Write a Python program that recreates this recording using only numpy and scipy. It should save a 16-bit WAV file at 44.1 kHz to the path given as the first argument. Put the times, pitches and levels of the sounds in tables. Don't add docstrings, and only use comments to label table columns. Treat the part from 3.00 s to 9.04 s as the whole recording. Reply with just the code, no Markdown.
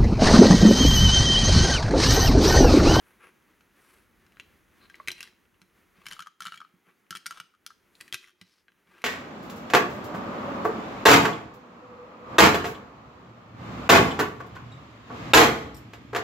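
import sys
import numpy as np
from scipy import signal
from scipy.fft import rfft, irfft
from scipy.io import wavfile

SR = 44100
rng = np.random.default_rng(int(sys.argv[2]) if len(sys.argv) > 2 else 0)


def to_wav(sig):
    pcm = np.clip(np.atleast_2d(sig), -1, 1) * 32767
    pcm = np.round(pcm).astype(np.int16)
    wavfile.write(sys.argv[1], SR, pcm.T)


N = 266364
TIME = np.arange(N) / SR
BLOW_TIME = np.arange(SR // 5) / SR

# start in seconds, ring level in dB, tick level in dB, favoured pitch in Hz.
KNOCKS = [(0.608, -60.5, -68.5, 1420), (1.2646, -63, -68.5, 1420), (1.3217, -63, -73, 2780),
          (1.3699, -54, -73, 1480), (1.3983, -40.5, -53.5, 2690), (1.899, -49.5, -61, 1640),
          (1.9431, -46, -73, 2090), (1.955, -56, -59.5, 2030), (2.0747, -35, -43.5, 2080),
          (2.083, -26.5, -35, 2140), (2.1044, -36, -52, 3080), (2.1163, -37, -39, 4050),
          (2.181, -50, -61, 2200), (2.206, -38.5, -44, 2760), (2.2285, -43, -43, 1530),
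          (2.2744, -52, -63, 1900), (2.6168, -57, -60, 1420), (4.9529, -57.5, -64, 4100),
          (5.005, -50, -63, 1890), (5.0096, -43.5, -44, 1830), (5.0793, -51, -59, 1770),
          (5.1256, -30.5, -38.5, 3260), (5.136, -42, -42, 1600), (5.1428, -31, -33, 2580),
          (5.2423, -51, -66, 2020), (5.4132, -49, -52, 2027), (5.6823, -55, -82, 1530),
          (6.0183, -51.5, -59.5, 2110)]
# start in seconds, then the levels in dB of the hollow tone, the wall ring and the tick.
SLIPS = [(3.0565, -65, -47, -55), (3.0657, -62, -37.5, -43), (3.0847, -65, -47, -46.5),
         (3.1116, -61, -40, -47.5), (3.1231, -50, -42, -45), (3.1317, -63, -44, -46),
         (3.1925, -36.5, -44, -49), (3.2041, -40, -44.5, -49.5), (3.222, -55, -46.5, -50.5),
         (3.27, -41.5, -51, -55), (3.4051, -36.5, -46.5, -45), (3.4209, -60, -40.5, -45),
         (3.433, -51, -53, -52), (3.4534, -37, -50, -46.5), (3.461, -36.5, -39.5, -53),
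         (3.4683, -39, -38, -45), (3.4818, -42, -50, -56), (3.5214, -39, -44.5, -56.5),
         (3.5414, -45.5, -47, -62), (3.5748, -56, -46.5, -56), (3.6036, -44, -54, -61),
         (3.615, -43.5, -54.5, -66), (3.648, -49.5, -63, -78), (4.1069, -39.5, -40, -38),
         (4.126, -37, -46, -56), (4.1515, -38, -41.5, -46.5), (4.1587, -58, -41.5, -45.5),
         (4.1692, -60, -43.5, -44), (4.2587, -39.5, -40, -46), (4.264, -35.5, -38, -33.5),
         (4.3084, -36, -45.5, -44.5), (4.3237, -47, -51, -58), (4.373, -45.5, -53, -60),
         (4.4, -38.5, -40, -45), (4.6635, -46.5, -49, -39.5), (4.7047, -47.5, -66, -65)]
# pitch in Hz, level in dB, fade time in seconds.
BRICK_TONES = [(1037, -40, 0.016), (1400, -19, 0.032), (1608, -1, 0.1), (1982, 7, 0.026),
               (2060, -11, 0.023), (2489, 18, 0.0074), (2763, -7, 0.055), (3060, -1, 0.018),
               (3190, 1.5, 0.026), (3220, -23, 0.0068), (3977, -5, 0.104), (4015, 5.5, 0.03)]
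# frequency in Hz, level in dB.
TICK_COLOUR = [(500, -29), (1500, -15.5), (4000, 2.5), (6000, -1.5), (8000, -7), (11000, -4),
               (14000, -11.5), (16000, -22)]
SHELL_COLOUR = [(300, -8.5), (650, -31), (1100, 8), (2000, 6.5), (3200, 9), (4500, -23), (7000, -29)]


def gain(db):
    return 10 ** (np.asarray(db) / 20)


def fade(t, t60):
    return np.exp(-np.log(1000) * t / t60)


def noise(colour, size):
    hz, db = np.transpose(colour)
    freqs = np.maximum(np.fft.rfftfreq(size, 1 / SR), 1)
    shape = gain(np.interp(np.log(freqs), np.log(hz), db))
    sound = irfft(rfft(rng.standard_normal(size)) * shape, size)
    return sound / sound.std()


def wander(per_s):
    points = rng.standard_normal(int(N / SR * per_s) + 2)
    return np.interp(TIME * per_s, np.arange(len(points)), points)


def at_level(x, db, first_s=0.0055):
    return x * gain(db) / np.sqrt(np.mean(x[:int(first_s * SR)] ** 2))


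def add(track, start, x):
    i = max(int(start * SR), 0)
    track[i:i + len(x)] += x[:max(N - i, 0)]


def cut_lows(x, hz):
    return signal.sosfilt(signal.butter(2, hz, "high", fs=SR, output="sos"), x)


def ring(tones, scatter_db, detune, spot_hz=2000, spot_db=0, spot_width=0.17):
    hz, db, t60 = np.transpose(tones)
    weight, stretch, sign = rng.standard_normal((3, len(hz)))
    db = db + scatter_db * weight + spot_db * np.exp(-(np.log(hz / spot_hz) / spot_width) ** 2)
    hz = hz * (1 + detune * stretch)
    waves = np.sin(2 * np.pi * hz[:, None] * BLOW_TIME) * fade(BLOW_TIME, t60[:, None])
    return (np.sign(sign) * gain(db)) @ waves


def burst(colour, t60):
    return at_level(noise(colour, len(BLOW_TIME)) * fade(BLOW_TIME, t60), 0)


def contact(x, rise_s):
    return x * (1 - np.exp(-BLOW_TIME / rise_s))


def stroke(start, end):
    return np.sin(np.pi * np.clip((TIME - start) / (end - start), 0, 1))


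def stereo(mid, side, side_db, side_top_hz):
    side = gain(side_db) * signal.sosfiltfilt(signal.butter(1, side_top_hz, fs=SR, output="sos"), side)
    return np.array([mid + side, mid - side])


def background(hiss_db=-14.5):
    # frequency in Hz, level in dB.
    rumble_colour = [(20, -18), (45, 2.5), (80, 4.5), (130, -4), (200, -4), (400, -13), (1000, -81)]
    air_colour = [(30, -27), (100, -9), (190, 3), (270, 1.5), (370, 1.5), (650, -8.5), (1200, -4.5),
                  (2000, -4.5), (2700, -10), (4200, -18), (8000, -24), (16000, -20.5)]
    hiss_colour = [(1500, -57), (3500, -13), (4800, -15.5), (6100, 13), (8000, 1.5), (10500, 10.5),
                   (13000, 8.5), (16000, -17)]
    # time in seconds, rumble level in dB, air level in dB.
    loudness = [(0.0, -75.5, -65), (0.85, -79.5, -67), (1.08, -70.5, -67), (2.05, -70.5, -64.5),
                (2.35, -76.5, -69), (3.05, -75.5, -65.5), (3.22, -96, -76), (4.0, -90, -69.5),
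                (4.55, -87, -74), (5.03, -79, -65.5), (5.3, -90, -77), (6.04, -82, -68.5)]
    times, *levels = np.transpose(loudness)
    rumble_db, air_db = (np.interp(TIME, times, db) for db in levels)
    mid, side = (gain(rumble_db + 2.45 * wander(27)) * noise(rumble_colour, N)
                 + gain(air_db + 1.8 * wander(14)) * noise(air_colour, N) for _ in range(2))
    hiss = gain(air_db + hiss_db) * noise(hiss_colour, N)
    return stereo(mid + hiss, side, side_db=-8, side_top_hz=3240)


def rubbing():
    # start and end in seconds, relative drag and hiss levels in dB,
    # hiss pitch and width in Hz.
    rubs = [(0.01, 0.19, -63, -70, 11000, 4000), (0.18, 0.311, -50.5, -65.5, 10700, 300),
            (0.724, 1.074, -62, -65, 9750, 10000), (1.792, 1.88, -58, -60, 4070, 298),
            (1.854, 2.116, -64.5, -68, 4100, 600), (2.93, 3.078, -61, -69.5, 4020, 3000),
            (3.838, 3.93, -61.5, -78.5, 11500, 1500), (4.91, 5.146, -74, -66.5, 8100, 6000),
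            (5.372, 5.654, -75.5, -68, 5100, 1395), (5.849, 6.14, -57.5, -69.5, 3960, 4000)]
    # frequency in Hz, level in dB.
    slide_colour = [(100, -18), (230, -11), (360, 6), (700, -8), (1150, 5.5), (2000, -3.5), (3100, -8),
                    (3800, -18), (8000, -26.5), (16000, -31)]
    skin_colour = [(1000, 5.5), (3000, 11), (4200, 7.5), (7000, 1), (10700, 7), (13000, 4), (16000, -11)]
    shell = signal.fftconvolve(noise(slide_colour, N), ring(BRICK_TONES, scatter_db=1, detune=0.003))[:N]
    drag = noise(slide_colour, N) + gain(-4) * shell / shell.std()
    out, skin = np.zeros(N), noise(skin_colour, N)
    for start, end, drag_db, hiss_db, hz, width_hz in rubs:
        hiss = signal.lfilter(*signal.iirpeak(hz, hz / width_hz, fs=SR), skin)
        hiss = hiss / hiss.std() + gain(-10) * skin
        out += stroke(start, end) * (gain(drag_db) * drag + gain(hiss_db) * hiss)
    grain = gain(3 * wander(350) - 6)
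    return grain * out


def handling(per_s=14, loudest_db=-67, range_db=14):
    out = np.zeros(N)
    for when, softness in rng.random((int(per_s * N / SR), 2)):
        click = burst(SHELL_COLOUR, t60=0.011) + gain(-21) * burst(TICK_COLOUR, t60=0.017)
        add(out, when * N / SR, gain(loudest_db - range_db * softness) * click)
    return out


def brick():
    # pitch in Hz, level in dB, fade in seconds.
    lasting_tones = [(1993, -9, 0.12), (2570, -16, 0.049), (3180, -5.5, 0.15), (4010, -4, 0.13)]
    out = np.zeros(N)
    for start, ring_db, tick_db, hz in KNOCKS:
        tones = ring(BRICK_TONES, scatter_db=3, detune=0.0014, spot_hz=hz, spot_db=13.5, spot_width=0.1)
        struck_face = ring([(hz, 0, 0.018)], scatter_db=0, detune=0.0038)
        clack = at_level(tones, 0) + at_level(struck_face, -2) + gain(-5) * burst(SHELL_COLOUR, t60=0.049)
        clack *= fade(BLOW_TIME, 0.1)
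        after_ring = at_level(ring(lasting_tones, scatter_db=3, detune=0.002), -14.5)
        body = cut_lows(clack + after_ring, hz * 0.5)
        body = at_level(contact(body, rise_s=0.000068), ring_db)
        add(out, start, body + gain(tick_db) * tick(t60=0.014, edge_db=-6.5))
    return out


def tick(t60, edge_db, usual_hz=6100, scatter_octaves=0.15):
    # pitch in Hz, level in dB, fade time in seconds.
    edge_tones = [(5080, 2, 0.02), (4900, -30, 0.017), (5490, -1, 0.034), (5740, 0.5, 0.017),
                  (6630, -19, 0.0077), (6640, 5.5, 0.02), (7480, 3, 0.0086), (7400, -12, 0.009),
                  (8970, 8.5, 0.011), (10400, -10, .009), (10700, -32, 0.0073), (12000, -11, 0.0052)]
    hz = np.clip(usual_hz * 2 ** (scatter_octaves * rng.standard_normal()), SR / 10, SR / 3)
    edge = ring(edge_tones, scatter_db=2, detune=0.0544, spot_hz=hz, spot_db=6.5, spot_width=0.032)
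    crack = burst(TICK_COLOUR, t60)
    pitched_crack = signal.lfilter(*signal.iirpeak(hz, 3.5, fs=SR), crack)
    click = crack + at_level(pitched_crack, -15.5) + at_level(edge, edge_db)
    return at_level(contact(click, rise_s=0.00037), 0)


def thuds(share_db=-20):
    # frequency in Hz, level in dB.
    thud_colour = [(20, 0), (50, 6.5), (150, 5), (350, 5), (600, -1.5), (1050, -7), (1500, -23),
                   (3000, -60)]
    out = np.zeros(N)
    for start, db, _, _ in KNOCKS:
        add(out, start, gain(db + share_db) * contact(burst(thud_colour, t60=0.038), rise_s=0.00032))
    return out


def thump(db, hz, t60):
    tones = ring([(hz, 0, t60), (hz * 0.58, -11, t60), (hz * 1.9, -12, t60 / 2)],
                 scatter_db=2.5, detune=0.028)
    return at_level(cut_lows(tones, hz * 0.75), db, first_s=0.03)


def table_thumps(barrow_hz=366.4, digger_hz=176.4):
    # start in seconds, level in dB.
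    wheel_bumps = [(2.617, -63.5), (2.984, -64), (3.739, -65), (3.876, -69), (4.108, -55.5), (5.415, -57),
                   (5.89, -67)]
    knocks = [(start, db) for start, db, _, _ in KNOCKS]
    slips = [(start, wall_db) for start, _, wall_db, _ in SLIPS]
    out = np.zeros(N)
    for start, db in knocks:
        add(out, start, thump(db - 33.5, barrow_hz, t60=0.13))
    for start, db in slips:
        add(out, start, thump(db - 25, digger_hz, t60=0.13))
    for start, db in wheel_bumps:
        add(out, start, thump(db, digger_hz, t60=0.13))
    for start, db in knocks + slips:
        add(out, start, thump(db - 35.5, hz=127, t60=0.04))
    add(out, 2, thump(db=-46.5, hz=1080, t60=0.04))
    return out


def creaking(spread_db=9):
    # start and end in seconds, level in dB, jerks per second.
    creaks = [(2.145, 2.312, -57, 980), (3.031, 3.205, -59, 2100), (3.39, 3.585, -57.5, 1400),
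              (4.11, 4.182, -58.5, 1800), (4.28, 4.433, -59, 1100), (5.184, 5.333, -64.5, 1650)]
    out = np.zeros(N)
    for start, end, db, per_s in creaks:
        chance, softness = rng.random((2, N))
        strength = gain(-spread_db * np.log(0.029 + softness))
        jerks = (chance < per_s / SR) * strength * stroke(start, end)
        one_jerk = burst(SHELL_COLOUR, t60=0.012) + gain(-6) * burst(TICK_COLOUR, t60=0.012)
        creak = signal.fftconvolve(jerks, one_jerk)[:N]
        average_level = np.sqrt(1e-18 + np.sum(creak ** 2) / ((end - start) * SR))
        out += gain(db) * creak / average_level
    return out


def digger_arm(hollow_hz=1343.4, hz_per_db=2, grip_hz=24.2):
    # pitch in Hz, level in dB, fade time in seconds.
    wall_tones = [(1617, 16, 0.012), (1865, 15.5, 0.008), (2260, 6, 0.04), (2700, -34.5, 0.0098),
                  (3044, -14, 0.03), (3118, 2.5, 0.037), (3880, 13, 0.0065), (4150, -2, 0.091)]
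    out = np.zeros(N)
    for start, hollow_db, wall_db, tick_db in list(SLIPS) + faint_slips():
        grip, spot = rng.standard_normal(2)
        hz = hollow_hz + hz_per_db * (tick_db + 45.5) + grip_hz * grip
        hollow = ring([(hz, 0, 0.022), (hz * 1.197, -13, 0.018), (1300, -19, 0.07)],
                      scatter_db=3, detune=0.0077)
        hollow = at_level(contact(hollow, rise_s=0.0012), hollow_db)
        wall_hz = 3190 * 2 ** (0.046 * spot)
        wall = ring(wall_tones, scatter_db=3, detune=0.036, spot_hz=wall_hz, spot_db=13, spot_width=0.099)
        wall = at_level(wall, 0) + gain(-5.5) * burst(SHELL_COLOUR, t60=0.028)
        wall *= fade(BLOW_TIME, 0.068)
        wall = at_level(contact(wall, rise_s=0.0005), wall_db)
        add(out, start, hollow + wall + gain(tick_db) * tick(t60=0.017, edge_db=-2))
    return out


def faint_slips(per_s=16, range_db=6):
    # start and end in seconds, level in dB.
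    bends = [(3.129, 3.3, -48.5), (3.491, 3.64, -53), (4.325, 4.37, -50), (4.419, 4.62, -62.5)]
    rows = []
    for start, end, db in bends:
        for k, (late, size) in enumerate(rng.random((12, 2))):
            when = start + (k + late) / per_s
            level = db + range_db * (size - 0.5)
            if when < end:
                rows.append((when, level, level - 11.5, level - 17))
    return rows


def room_echo(x, near_db, near_t60, far_db):
    # frequency in Hz, fade time in seconds, level in dB.
    bands = [(180, 0.39, -15), (357, 1, 4.5), (666, 0.12, 5.5), (1400, 0.34, 2.5), (2850, 0.43, 3.5),
             (5200, 0.35, 6.5), (10300, 0.35, 0.5)]
    t = np.arange(SR) / SR
    hz, fade_times, levels = np.transpose(bands)
    log_freqs = np.log(np.maximum(np.fft.rfftfreq(SR, 1 / SR), 1))
    spectra = rfft(rng.standard_normal((2, SR)))
    tail = np.zeros((2, SR))
    for band, t60, db in zip(np.eye(len(hz)), fade_times, levels):
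        band_noise = irfft(spectra * np.interp(log_freqs, np.log(hz), band), SR)
        tail += band_noise * fade(t, t60) * gain(db)
    tail *= np.clip((t - 0.006) / 0.025, 0, 1)
    near = rng.standard_normal((2, SR)) ** 3 * fade(t, near_t60) * (t > 0.002)
    echoes = gain(near_db) * near / np.linalg.norm(near[0]) + gain(far_db) * tail / np.linalg.norm(tail[0])
    return signal.fftconvolve(x[None], echoes, axes=1)[:, :N]


def scene():
    toys = brick() + digger_arm() + creaking() + rubbing() + handling()
    thumps = table_thumps() + thuds()
    echo_mid, echo_side = room_echo(toys + thumps, near_db=-9.5, near_t60=0.062, far_db=-17.5)
    side = echo_side + gain(-11.5) * toys - gain(-9) * thumps
    return stereo(toys + thumps + echo_mid, side, side_db=-6, side_top_hz=6480) + background()


def record(dry, top_hz=16200):
    return signal.sosfilt(signal.ellip(8, 0.2, 70, top_hz, fs=SR, output="sos"), dry)


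dry = scene()
out = record(dry)
to_wav(out)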